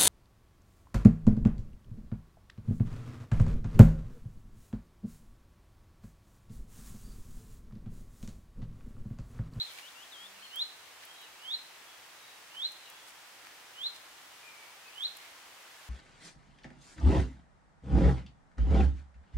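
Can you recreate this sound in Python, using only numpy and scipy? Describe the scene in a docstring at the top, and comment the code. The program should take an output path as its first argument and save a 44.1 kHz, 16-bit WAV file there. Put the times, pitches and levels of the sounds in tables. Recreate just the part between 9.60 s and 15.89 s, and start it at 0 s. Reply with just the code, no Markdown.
"""A short rising whistle rings through a forest clearing, repeated by one bird and scattered by trees.
A second bird slurs a soft phrase on the left, others call far off, and there is one faint low hoot;
each voice is a nearly pure tone modulated in pitch and level. Grazing wild boar snap stems and brush
plants in bursts of crackling noise, over the steady hush of the wood and its leaves."""
import sys
import numpy as np
from scipy import signal
from scipy.fft import rfft, irfft, next_fast_len
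from scipy.io import wavfile
from scipy.ndimage import map_coordinates

SR = 44100
rng = np.random.default_rng(int(sys.argv[2]) if len(sys.argv) > 2 else 0)


def materialize(psi):
    """Save the field psi as 16-bit PCM at rate SR to the path in sys.argv[1].

    A 1-D psi becomes a single channel; in a 2-D psi each row is a channel.
    """
    bounded = np.clip(np.atleast_2d(psi).T, -1, 1)
    quanta = np.round(bounded * 32767).astype(np.int16)
    wavfile.write(sys.argv[1], SR, quanta)


N = 277389

# The main bird's whistles. Each row: loudest moment in seconds, level in dB, time stretch as a ratio.
WHISTLE_CALLS = [(.016, -31.7, 1.05), (1.023, -31, 0.91), (1.945, -32.7, 1.07), (3.057, -31.7, 1.01),
                 (4.267, -32.6, .92), (5.457, -31.2, .87)]
# The whistle's early paths: direct, off the ground and off two trunks.
# Each row: delay in ms, gain in dB, left minus right level in dB, lag of the left channel in ms.
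EARLY_PATHS = [(0, 0, -3, .083), (.835, -13, 1, -.04), (2.085, -13, .7, .33), (4.45, -16, -2.5, -.23)]
# The second bird's notes. Each row: start in seconds, length in seconds, centre pitch in Hz,
# opening slide offset in Hz, glide in Hz, closing flick in Hz, level at the centre pitch in dB.
SONG_NOTES = [(0.059, .07, 3250, 600, -600, 0, -56), (0.22, .074, 2930, -2, 333, 1050, -56),
              (.349, .098, 2860, 0, 400, 750, -57), (.512, .168, 3160, 1550, 480, 400, -53.7),
              (.821, 0.05, 3600, -1300, -950, -400, -52), (5.271, 0.018, 4400, 3, 700, 0, -61.5)]
# Far birds. Each row: start in seconds, length in seconds, centre pitch in Hz, glide in Hz, level in dB.
DISTANT_NOTES = [(.06, .16, 2300, -60, -57.5), (.733, .08, 2710, -470, -57), (.785, 0.11, 4290, 90, -54),
                 (1.461, .073, 3220, 183, -54), (1.534, .11, 3860, -100, -55), (1.569, .1, 3000, -950, -54),
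                 (2.24, .11, 3360, -2, -58.5), (2.52, .25, 3840, 2, -61.5), (3.192, .076, 3870, -110, -57),
                 (3.223, .1, 2800, -700, -56.5), (3.247, .2, 3380, 200, -60.5),
                 (4.816, .12, 2400, -60, -53), (4.9, .18, 2290, -50, -55.3), (5.235, 0.051, 2540, 40, -53),
                 (5.578, .16, 2130, -37.5, -60.5)]
# Breaking stems. Each row: start in seconds, level in dB, band centre in Hz, 60 dB decay in seconds.
STEM_SNAPS = [(0.1755, -38, 1980, 0.018), (.958, -35.5, 15000, .022), (1.405, -47.5, 3500, 0.027),
              (1.45, -43, 13000, .038), (1.537, -50.5, 13000, .03), (1.615, -52.5, 14000, .035),
              (3.118, -45, 9000, .038), (3.299, -42.5, 12000, .025), (5.377, -55, 12000, .04),
              (5.431, -50.5, 12000, 0.046), (5.567, -44, 11000, .033)]
# Brushed and torn plants. Each row: start in seconds, length in seconds, level in dB, band centre in Hz.
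PLANT_RUSTLES = [(0, 0.3, -57.5, 2560), (0, 0.33, -60, 9000), (0.174, 0.039, -47, 2000),
                 (0.944, .13, -59, 8000), (1.41, 0.044, -51.5, 2500), (2.937, 0.033, -56, 1500),
                 (3.449, 0.073, -53.5, 6440), (3.829, 0.059, -52.5, 1700), (4.336, 0.044, -51, 3500),
                 (5.519, 0.23, -56, 2500)]
# The spectrum of the hush. Each row: frequency in Hz, relative spectral density in dB.
HUSH_SPECTRUM = [(15, -55), (25, -30), (37, -17.5), (107, -14.5), (246, -14), (289, -9.5), (410, -8.5),
                 (482, -6.5), (703, -3.5), (782, -1.5), (1490, -2), (1750, -1.5), (3090, -5.5),
                 (3830, -9.5), (15500, -23)]
# The width of the hush. Each row: frequency in Hz, left-right correlation (1 is mono).
HUSH_COHERENCE = [(60, 1.0), (130, 1), (290, 0.89), (640, 0.6), (1410, 0.52), (3100, 0.15), (6820, 0.15),
                  (15000, 0.12)]


def whistler(foliage_db=-3.7, deep_db=-14, absorb_from_hz=3500, absorb_db_per_hz=.0035):
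    """Multipath interference: early echoes add and cancel as the pitch climbs, then the wood rings on."""
    out = np.zeros((2, N))
    lead_s = .15  # from onset to loudest moment, before stretching
    for loudest_s, level_db, stretch in WHISTLE_CALLS:
        call = upsweep(lead_s, stretch, level_db)
        start = loudest_s - lead_s * stretch
        for delay_ms, path_db, pan_db, lag_ms in EARLY_PATHS:
            add(out, start, amp(path_db) * placed(call, pan_db, lag_ms, delay_ms))
        # leaves absorb the top of the sweep
        dulled = filtered(call, lambda hz: amp(-absorb_db_per_hz * np.maximum(hz - absorb_from_hz, 0)))
        foliage = amp(foliage_db) * placed(scatter(dulled, t60=.22, onset_s=.005), pan_db=-1.5, lag_ms=0)
        deep_wood = amp(deep_db) * scatter(dulled, t60=.58, onset_s=.045)
        add(out, start, foliage + deep_wood)
    return out


def upsweep(lead_s, stretch, level_db):
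    """Frequency modulation: a swelling whistle creeps upward, then leaps just before it is loudest."""
    # times and rates hold for a stretch of 1
    start_hz, creep_hz_per_s = 2725, 5500
    leap_hz, leap_lead_s, leap_s = 640, .0208, .0108
    swell_db_per_s, hold_s, release_db_per_s = 180, .0035, 1800
    soft_onset_db, onset_s, flutter_hz = 8, .032, 35.9
    t = np.arange(-lead_s, 4 * hold_s, 1 / (SR * stretch))  # zero at the loudest moment
    leap = leap_hz / (1 + np.exp(-(t + leap_lead_s) / leap_s))
    hz = start_hz + creep_hz_per_s * (t + lead_s) + leap
    attack_db = swell_db_per_s * np.minimum(t, 0) - soft_onset_db * np.exp(-(t + lead_s) / onset_s)
    release_db = -release_db_per_s * np.maximum(t - hold_s, 0)
    flutter_db = (.3 - 30 * t) * np.cos(2 * np.pi * flutter_hz * t)  # steadies as the whistle swells
    return tone(hz, level_db + attack_db + release_db + flutter_db, waver=.0056)


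def singer(slide_s=.02, flick_share=.146, effort_db_per_hz=.0055, wet_db=-7):
    """Coupled pitch and amplitude: the bird on the left grows louder as it bends a note upward."""
    song = np.zeros(N)
    for start, length, centre_hz, slide_hz, glide_hz, flick_hz, db in SONG_NOTES:
        t = np.arange(0, length, 1 / SR)
        progress = t / length
        slide = slide_hz * np.exp(-t / slide_s)
        flick = flick_hz * np.exp((progress - 1) / flick_share)
        bend_hz = slide + glide_hz * (progress - .5) + flick
        add(song, start, tone(centre_hz + bend_hz, db + effort_db_per_hz * bend_hz, waver=.0045, edges=.2))
    return placed(song, pan_db=6, lag_ms=-.06) + amp(wet_db) * scatter(song, t60=.34, onset_s=.0069)


def grazing(fibre_db=4.5, grain_db=5.5, attack_s=.001):
    """Fracture and friction: boar snap stems in decaying bursts and brush plants in grainy swells."""
    out = np.zeros((2, N))
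    t = np.arange(SR // 10) / SR
    for start, db, hz, t60 in STEM_SNAPS:
        fibres = amp(fibre_db * wobble(700, len(t)))
        envelope = amp(db - 60 * t / t60) * (1 - np.exp(-t / attack_s))
        add(out, start, envelope * fibres * noise_band(len(t), hz, octaves=.83))
    for start, length, db, hz in PLANT_RUSTLES:
        size = int(length * SR)
        grains = amp(grain_db * wobble(500, SR)[:size])
        add(out, start, amp(db) * np.hanning(size) * unit(grains * noise_band(size, hz, octaves=.89)))
    return out


def far_birds(edge_db=-7):
    """A diffuse field: distant notes swell and fade, arriving only as sound scattered by the trees."""
    song = np.zeros(N)
    for start, length, hz, glide_hz, db in DISTANT_NOTES:
        from_middle = np.linspace(-.5, .5, int(length * SR))
        swell_db = edge_db * 2 * abs(from_middle)
        add(song, start, tone(hz + glide_hz * from_middle, db + swell_db, waver=.013))
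    return scatter(song, t60=.35, onset_s=.0013)


def hoot(start_s=.59, hz=194, rise_hz_per_s=28, level_db=-73, fade_db=14):
    """An amplitude envelope: one far, low tone swells, holds and dies away while rising slightly."""
    out = np.zeros(N)
    stages = np.cumsum([0, .045, .12, .2])  # attack, hold and release in seconds
    t = np.arange(0, stages[-1], 1 / SR)
    db = level_db - fade_db * np.interp(t, stages, [1, 0, 0, 1])
    add(out, start_s, tone(hz + rise_hz_per_s * t, db, waver=.0015))
    return out


def hush(wood_db=-56.5, leaf_db=-57, split_hz=3500, stir_db=3, stir_s=.42):
    """Partial coherence: the wood's murmur is near mono in the bass, under a wide hiss of leaves."""
    def mid_side_gains(hz):
        angle = np.arccos(np.clip(along(HUSH_COHERENCE, hz), -1, 1)) / 2
        return amp(along(HUSH_SPECTRUM, hz)) * [np.cos(angle), np.sin(angle)]

    t = np.arange(N) / SR
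    mid, side = filtered(rng.standard_normal((2, N)), mid_side_gains)
    air = np.array([mid + side, mid - side])
    low = filtered(air, lambda hz: 1 / (1 + (hz / split_hz) ** 4))
    wood = amp(wood_db) * unit(low)
    leaves = amp(leaf_db + stir_db * np.exp(-t / stir_s)) * unit(air - low)  # louder at first
    return wood + leaves


def scatter(x, t60, onset_s):
    """Reverberation: echoes from leaves and trunks merge into a different tail in each channel."""
    t = np.arange(SR) / SR
    tail = rng.standard_normal((2, SR)) * amp(-60 * t / t60) * (1 - np.exp(-t / onset_s))
    return signal.fftconvolve(x[None], unit(tail) / np.sqrt(SR), axes=1)[:, :N]


def placed(x, pan_db, lag_ms, delay_ms=0):
    """Level and time differences give direction: the left channel is pan_db louder and lag_ms later."""
    side = np.array([[.5], [-.5]])
    arrival_s = (delay_ms + side * lag_ms) / 1000
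    return amp(side * pan_db) * filtered(x, lambda hz: np.exp(-2j * np.pi * hz * arrival_s))


def tone(hz, db, waver, edges=.058):
    """A sine whose phase integrates a wavering pitch; edges is the share spent fading in and out."""
    pitch = hz * (1 + waver * wobble(150, SR)[:len(hz)])
    fade = signal.windows.tukey(len(hz), edges)
    return np.sqrt(2) * fade * amp(db) * np.sin(2 * np.pi * np.cumsum(pitch) / SR)


def noise_band(size, centre_hz, octaves):
    """Band-pass filtering: stereo noise falls to half amplitude this many octaves from its centre."""
    white = rng.standard_normal((2, SR))[:, :size]
    return unit(filtered(white, lambda hz: 1 / (1 + (np.log2((hz + 1) / centre_hz) / octaves) ** 2)))


def wobble(rate, size):
    """Spline interpolation: a smooth random curve with rate knots a second."""
    knots = rng.standard_normal(int(size * rate / SR) + 4)
    return map_coordinates(knots, [np.arange(size) * rate / SR])


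def filtered(x, response):
    """Linear filtering: the spectrum of x is multiplied by a frequency response."""
    size = x.shape[-1]
    padded = next_fast_len(size + 8192)
    return irfft(rfft(x, padded) * response(np.fft.rfftfreq(padded, 1 / SR)), padded)[..., :size]


def along(points, hz):
    """Interpolation of (Hz, value) points on a logarithmic frequency axis."""
    point_hz, values = np.transpose(points)
    return np.interp(np.log(hz + 1), np.log(point_hz + 1), values)


def amp(db):
    """Decibels as an amplitude ratio."""
    return 10 ** (np.asarray(db) / 20)


def unit(x):
    """Normalisation to an rms of 1."""
    return x / np.sqrt(np.mean(x ** 2) + 1e-20)


def add(track, start_s, sound):
    """Superposition of a sound on a track from start_s onward."""
    start = round(start_s * SR)
    sound = sound[..., max(-start, 0):N - start]
    track[..., max(start, 0):max(start, 0) + sound.shape[-1]] += sound


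def scene():
    """Superposition: the birds and the boar add to the hush of the clearing."""
    return whistler() + singer() + far_birds() + hoot() + grazing() + hush()


def record(dry, rumble_hz=33, top_hz=15800):
    """Band limiting: deep rumble is cut and nothing above top_hz passes."""
    return filtered(dry, lambda hz: (hz < top_hz) * (1 - 1 / (1 + (hz / rumble_hz) ** 6)))


dry = scene()
out = record(dry)
materialize(out)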